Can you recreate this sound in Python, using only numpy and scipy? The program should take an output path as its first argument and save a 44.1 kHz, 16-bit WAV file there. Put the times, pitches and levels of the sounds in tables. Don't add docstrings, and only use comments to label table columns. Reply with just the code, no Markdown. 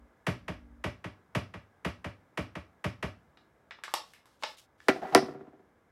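import sys
import numpy as np
from scipy import signal
from scipy.fft import rfft, irfft
from scipy.io import wavfile
from scipy.ndimage import uniform_filter1d

SR = 44100
rng = np.random.default_rng(int(sys.argv[2]) if len(sys.argv) > 2 else 0)


def dump(signal):
    limited = np.clip(np.atleast_2d(signal).T, -1, 1)
    pcm = np.round(limited * 32767).astype(np.int16)
    wavfile.write(sys.argv[1], SR, pcm)


N = 260631
SIZE = 32768
HZ, T = np.fft.rfftfreq(SIZE, 1 / SR), np.arange(SIZE) / SR

# start_s, level_db, tilt_db_per_octave, crack_db, contact_hz, contact_db
PLATE_KNOCKS = [(4.8842, -18.5, 0, -41, 2180, 4.5), (5.149, -14, 0, -25.5, 765, 2),
                (5.175, -27, -1, -68.5, 800, -2.5)]
# pitch_hz, width_hz, lift_db
PLATE_MODES = [(145, 14, 10.5), (237, 90, 5.5), (303, 69, 9.5), (387.7, 56, 15.5), (479, 47, 11.5),
               (664, 80, 7), (733, 60, 10), (804, 30, 4), (906, 20, -4), (1020, 170, 5.5), (1387, 55, 8),
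               (1820, 110, 3), (1974, 50, 7.5), (2200, 240, 1.5), (3430, 73, 4)]


def pad_taps(usual_db=-33):
    # start_s, relative_level_db
    taps = [(0.2661, -27), (0.48, -34.5), (0.8394, -31), (1.0413, -37.5), (1.349, -27.5), (1.538, -42),
            (1.8472, -30.5), (2.043, -36), (2.3733, -31), (2.5525, -38), (2.841, -29.5), (3.026, -32)]
    # frequency_hz, gain_db
    tap_colour = [(40, -7), (60, 8), (100, 13.5), (200, 5), (280, 6.5), (380, 3.5), (700, 3), (1000, 4),
                  (1800, 3), (2300, 4), (3000, -2), (4000, -12), (6000, -15.5), (7000, -20.5), (11500, -24),
                  (16000, -43)]
    # pitch_hz, width_hz, unscaled_lift_db
    desk_modes = [(68, 18, 7.5), (94.8, 30.6, 11.5), (123.8, 17, 10.5), (162.4, 20, 3), (182.8, 24, 11),
                  (246.7, 46, 12.5), (305, 68, 10), (394, 21, 9.5), (465, 17, 2.5), (585, 61, 17),
                  (622, 14, 5.5), (636, 15, 3.5), (749, 26, 7.5), (1139, 46, 8), (1360, 22, -2),
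                  (1917, 55, 4.5)]
    colour = causal(read(tap_colour, HZ) + 0.78 * resonances(desk_modes))
    low, high = crossover(corner_hz=717)
    rattle = amp(-22.5) + amp(-2) * scatter(t60=0.04, rise_s=0.0027)
    rattle += amp(-7.5) * scatter(t60=0.22, rise_s=0.0069)
    clack = bending(lag_s=0.001985, fast_hz=9900) * rattle
    desk_ring = amp(-6.5) + amp(-1.5) * scatter(t60=0.1) + amp(-7) * scatter(t60=0.15)
    thud = bending(lag_s=0.009, fast_hz=3118) * desk_ring
    echo = amp(-8.5) * low * scatter(t60=0.043) * delay(0.023)
    colour_per_db = tilt(db_per_octave=0.1868) + 0.94 * hump(hz=140, octaves=1.56)
    out = np.zeros(N)
    for start_s, db in taps:
        slap = amp(-8) * scatter(t60=0.2) * delay(0.009 * rng.uniform(0.8, 1.2))
        wave = low * thud + high * clack + slap + echo
        add_blow(out, start_s, db, colour * wave * causal((db - usual_db) * colour_per_db))
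    return out


def pad_case(contact_db=9):
    # start_s, relative_level_db, contact_hz, treble_corner_hz, t60_s
    contacts = [(3.373, -60, 345, 4470, 0.04), (3.709, -45, 1750, 4470, 0.081),
                (3.788, -57.5, 1340, 2640, 0.022), (3.8374, -39.5, 1810, 8200, 0.088),
                (3.88, -44.5, 1210, 2700, 0.05), (3.9391, -28, 990, 10000, 0.027),
                (4.136, -55.5, 2220, 10800, 0.22), (4.257, -61.5, 1030, 11200, 0.18),
                (4.425, -45.5, 950, 6000, 0.034), (4.4355, -32, 683, 5730, 0.04),
                (4.8032, -57, 1807, 5600, 0.0081)]
    # frequency_hz, gain_db
    case_colour = [(60, -17), (200, -11.5), (320, -4), (700, -1), (1500, -3), (2700, -6.5), (4000, -9.5),
                   (5600, -10), (6700, -10.5), (9000, -9), (13000, -5), (16000, -17.5)]
    # pitch_hz, width_hz, lift_db
    case_modes = [(520, 94, 1), (874, 79, 4.5), (1150, 180, 3), (1730, 100, 7.5), (2180, 200, 6),
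                  (2900, 200, 5.5), (3770, 780, 7), (5110, 170, 6.5), (7740, 1000, 3)]
    shell_db = read(case_colour, HZ) + resonances(case_modes)
    out = np.zeros(N)
    for start_s, db, contact_hz, corner_hz, t60 in contacts:
        treble_loss_db = 10 * np.log10(1 + (HZ / corner_hz) ** 8)
        bass_loss_db = 10 * np.log10(1 + (0.36 * contact_hz / (HZ + 1)) ** 2)
        colour = causal(shell_db + contact_db * hump(contact_hz, 0.38) - treble_loss_db - bass_loss_db)
        wave = 1 + amp(-3) * scatter(t60=0.0053) + amp(4) * scatter(t60)
        add_blow(out, start_s, db, colour * wave)
    return out


def press_plate(bumps=7):
    # frequency_hz, gain_db
    thunk_colour = [(40, -27.5), (90, -8.5), (150, -8), (250, 2.5), (450, 1), (650, 4.5), (880, -2),
                    (1400, -5.5), (2000, -10.5), (3000, -17.5), (5300, -26.5), (7000, -30), (10000, -36.5),
                    (16000, -43)]
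    # frequency_hz, gain_db
    crack_colour = [(500, -13), (2000, -3), (3500, -4), (5200, 6.5), (6000, -0.5), (6900, -14),
                    (9200, -0.5), (12000, -12), (16000, -24.5)]
    colour = causal(read(thunk_colour, HZ) + resonances(PLATE_MODES))
    low, high = crossover(corner_hz=1260)
    travel = bending(lag_s=0.008, fast_hz=1115)
    crack = causal(read(crack_colour, HZ)) * bending(lag_s=0.00124, fast_hz=13600)

    def thunk(db_per_octave, contact_hz, contact_db):
        echo = amp(-5) * scatter(t60=0.054) * delay(0.0097)
        clatter = amp(-2.5) + amp(11) * scatter(t60=0.063)
        contact = causal(tilt(db_per_octave) + contact_db * hump(contact_hz, 0.38))
        return colour * (low * travel + high * clatter + echo) * contact

    out = np.zeros(N)
    for start_s, db, db_per_octave, crack_db, contact_hz, contact_db in PLATE_KNOCKS:
        add_blow(out, start_s, db, thunk(db_per_octave, contact_hz, contact_db))
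        add_blow(out, start_s, crack_db, crack)
    rock_start_s, period_s, first_db, fade_db_per_s = 5.222, 0.062, -35.5, 71
    for age in period_s * np.arange(bumps):
        bump = thunk(db_per_octave=-5.5, contact_hz=1410, contact_db=2.5)
        add_blow(out, rock_start_s + age, first_db - fade_db_per_s * age, bump)
    return out


def hinge(slips_per_s=2500, groan_width_hz=180, groan_lift_db=20):
    # frequency_hz, gain_db
    shudder_colour = [(100, -14), (230, 0), (400, -4.5), (700, -4.5), (1000, -9), (1600, -11.5),
                      (3000, -25.5), (5500, -33.5), (8000, -44.5), (15000, -47.5)]
    # start_s, length_s, level_db
    rubs = [(4.866, 0.037, -50), (5.01, .14, -42)]
    # start_s, length_s, level_db, pitch_hz
    groans = [(4.961, 0.011, -41.5, 726), (5.018, .05, -34.5, 724), (5.124, 0.034, -31.5, 750)]
    slips = rng.standard_normal(N) * (rng.random(N) < slips_per_s / SR)
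    colour_db = read(shudder_colour, HZ)
    body = causal(colour_db + resonances(PLATE_MODES))
    _, thin = crossover(corner_hz=478)
    out = shudder() * unit_rms(signal.fftconvolve(slips, irfft(body))[:N])
    out += swells(rubs) * unit_rms(signal.fftconvolve(slips, irfft(body * thin))[:N])
    for start_s, length_s, db, hz in groans:
        stroke = rng.standard_normal(SIZE) * np.clip(1 - T / length_s, 0, 1) ** 0.5
        hollow = causal(colour_db + resonances([(hz, groan_width_hz, groan_lift_db)]))
        add_blow(out, start_s, db, rfft(stroke) * hollow)
    return out


def shudder(below_knock_db=22.5, rise_s=0.018, fade_db_per_s=67):
    power = 0
    for start_s, db, *_ in PLATE_KNOCKS:
        age = np.maximum(np.arange(N) / SR - start_s, 0)
        build_up = np.minimum(age / rise_s, 1)
        power += (build_up * amp(db - below_knock_db - fade_db_per_s * age)) ** 2
    return np.sqrt(power)


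def fingers(grains_per_s=700):
    # start_s, length_s, level_db
    brushes = [(3.83, 0.16, -64), (3.95, 0.23, -67), (4.26, 0.15, -75), (4.39, .18, -60.5),
               (4.565, 0.046, -58.5), (4.57, 0.098, -65.5), (4.77, 0.21, -68.5), (4.89, 0.13, -64.5),
               (4.98, 0.39, -64)]
    # frequency_hz, gain_db
    rustle_colour = [(500, -17), (2000, -3.5), (3000, 5.5), (5500, 1), (9000, -3.5), (13000, -8.5),
                     (16000, -14.5)]
    grains = rng.exponential(1, N) * (rng.random(N) < grains_per_s / SR)
    catches = unit_rms(np.convolve(grains, signal.windows.hann(40), "same"))
    return swells(brushes) * unit_rms(coloured_noise(rustle_colour) * (1 + amp(-9) * catches))


def drone():
    # pitch_hz, relative_level_db
    tones = [(52, 1), (65, 2), (238, -2.5), (289, -6.5)]
    # start_s, length_s, level_db
    arches = [(-.16, 0.28, -56.5), (.32, 0.66, -53)]
    t = np.arange(N) / SR
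    chord = sum(amp(db) * np.sin(2 * np.pi * (hz * t + rng.random())) for hz, db in tones)
    return swells(arches) * unit_rms(chord)


def room_hush():
    # frequency_hz, gain_db
    hush_colour = [(18, -33), (30, -9), (59, -2.5), (394, -6.5), (569, -6.5), (1540, -13), (1670, -9.5),
                   (1860, -20.5), (2060, -15), (2610, -27.5), (3870, -30), (4420, -35.5), (4910, -32.5),
                   (16000, -40.5)]
    # time_s, level_db
    hush_levels = [(3.3, -66), (4.4, -68.5), (5.9, -67.5)]
    level_db = np.interp(np.arange(N) / SR, *np.transpose(hush_levels))
    return amp(level_db) * coloured_noise(hush_colour)


def reverberation(x, first_reflection_s=0.0098):
    # frequency_hz, t60_s
    decay_times = [(100, 0.93), (400, 0.27), (1500, 0.26), (5000, 0.27), (12000, 0.19)]
    # frequency_hz, gain_db
    tail_colour = [(100, -13.5), (400, -9.5), (1200, -6.5), (3000, -5.5), (5700, 0), (6600, -7.5),
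                   (14000, -10)]
    hz, t, bands = signal.stft(rng.standard_normal(SIZE), SR, nperseg=256)
    t60 = read(decay_times, hz)[:, None]
    decay = amp(read(tail_colour, hz)[:, None] - 60 * t / t60)
    unit_energy = np.sqrt(2 * np.log(1000) / (t60 * SR))
    _, tail = signal.istft(bands * decay * unit_energy, SR, nperseg=256)
    return signal.fftconvolve(x, tail[:SIZE] * (T > first_reflection_s))[:N]


def bending(lag_s, fast_hz):
    slowness = np.sqrt(1000 / np.maximum(HZ, 40))
    group_delay_s = lag_s * np.maximum(slowness - np.sqrt(1000 / fast_hz), 0)
    return np.exp(-2j * np.pi * np.cumsum(group_delay_s) * HZ[1])


def scatter(t60, rise_s=0.00034):
    spectrum = rfft(rng.standard_normal(SIZE) * amp(-60 * T / t60) * (1 - np.exp(-T / rise_s)))
    whitened = spectrum / np.sqrt(uniform_filter1d(abs(spectrum) ** 2, 120))
    return rfft(irfft(whitened) * (T < T[-1] / 2))


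def resonances(modes):
    return sum(db / (1 + (2 * (HZ - hz) / width) ** 2) for hz, width, db in modes)


def causal(db):
    log_gain = np.log(amp(np.maximum(db, -100)))
    mirrored = np.r_[log_gain, log_gain[-2:0:-1]]
    return np.exp(np.conj(signal.hilbert(mirrored)))[:len(HZ)]


def crossover(corner_hz):
    ratio = ((HZ + 1) / corner_hz) ** 4
    return causal(-10 * np.log10(1 + ratio)), causal(-10 * np.log10(1 + 1 / ratio))


def delay(seconds):
    return np.exp(-2j * np.pi * HZ * seconds)


def hump(hz, octaves):
    return np.exp(-0.5 * (np.log2((HZ + 1) / hz) / octaves) ** 2)


def tilt(db_per_octave):
    return db_per_octave * np.log2(np.maximum(HZ, 100) / 700)


def add_blow(mix, start_s, db, spectrum):
    fade = np.clip(3 - 4 * T / T[-1], 0, 1)
    sound = amp(db) * irfft(unit_rms(spectrum)) * np.sqrt(0.03 * SR) * fade
    part = mix[round(start_s * SR):][:SIZE]
    part += sound[:len(part)]


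def swells(rows):
    t = np.arange(N) / SR
    return sum(amp(db) * np.sin(np.pi * np.clip((t - start) / length, 0, 1)) for start, length, db in rows)


def coloured_noise(colour):
    gain = amp(read(colour, np.fft.rfftfreq(N, 1 / SR)))
    return unit_rms(irfft(rfft(rng.standard_normal(N)) * gain, N))


def read(points, hz):
    point_hz, value = np.transpose(points)
    return np.interp(np.log(hz + 1), np.log(point_hz + 1), value)


def unit_rms(x):
    return x / np.sqrt(np.mean(abs(x) ** 2) + 1e-20)


def amp(db):
    return 10 ** (np.asarray(db) / 20)


def scene():
    pad, case, press = pad_taps(), pad_case(), press_plate() + hinge()
    direct = amp(0.5) * pad + amp(-2.5) * case + press
    diffuse = reverberation(amp(-2) * pad + amp(1) * case + amp(-7) * press)
    return (direct + diffuse + fingers() + drone() + room_hush())[None]


def record(dry, bass_corner_hz=48, edge_hz=16000):
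    high_pass = signal.butter(4, bass_corner_hz, "highpass", fs=SR, output="sos")
    low_pass = signal.firwin(511, edge_hz, window=("kaiser", 9), fs=SR)
    return signal.oaconvolve(signal.sosfilt(high_pass, dry), low_pass[None], "same")


dry = scene()
out = record(dry)
dump(out)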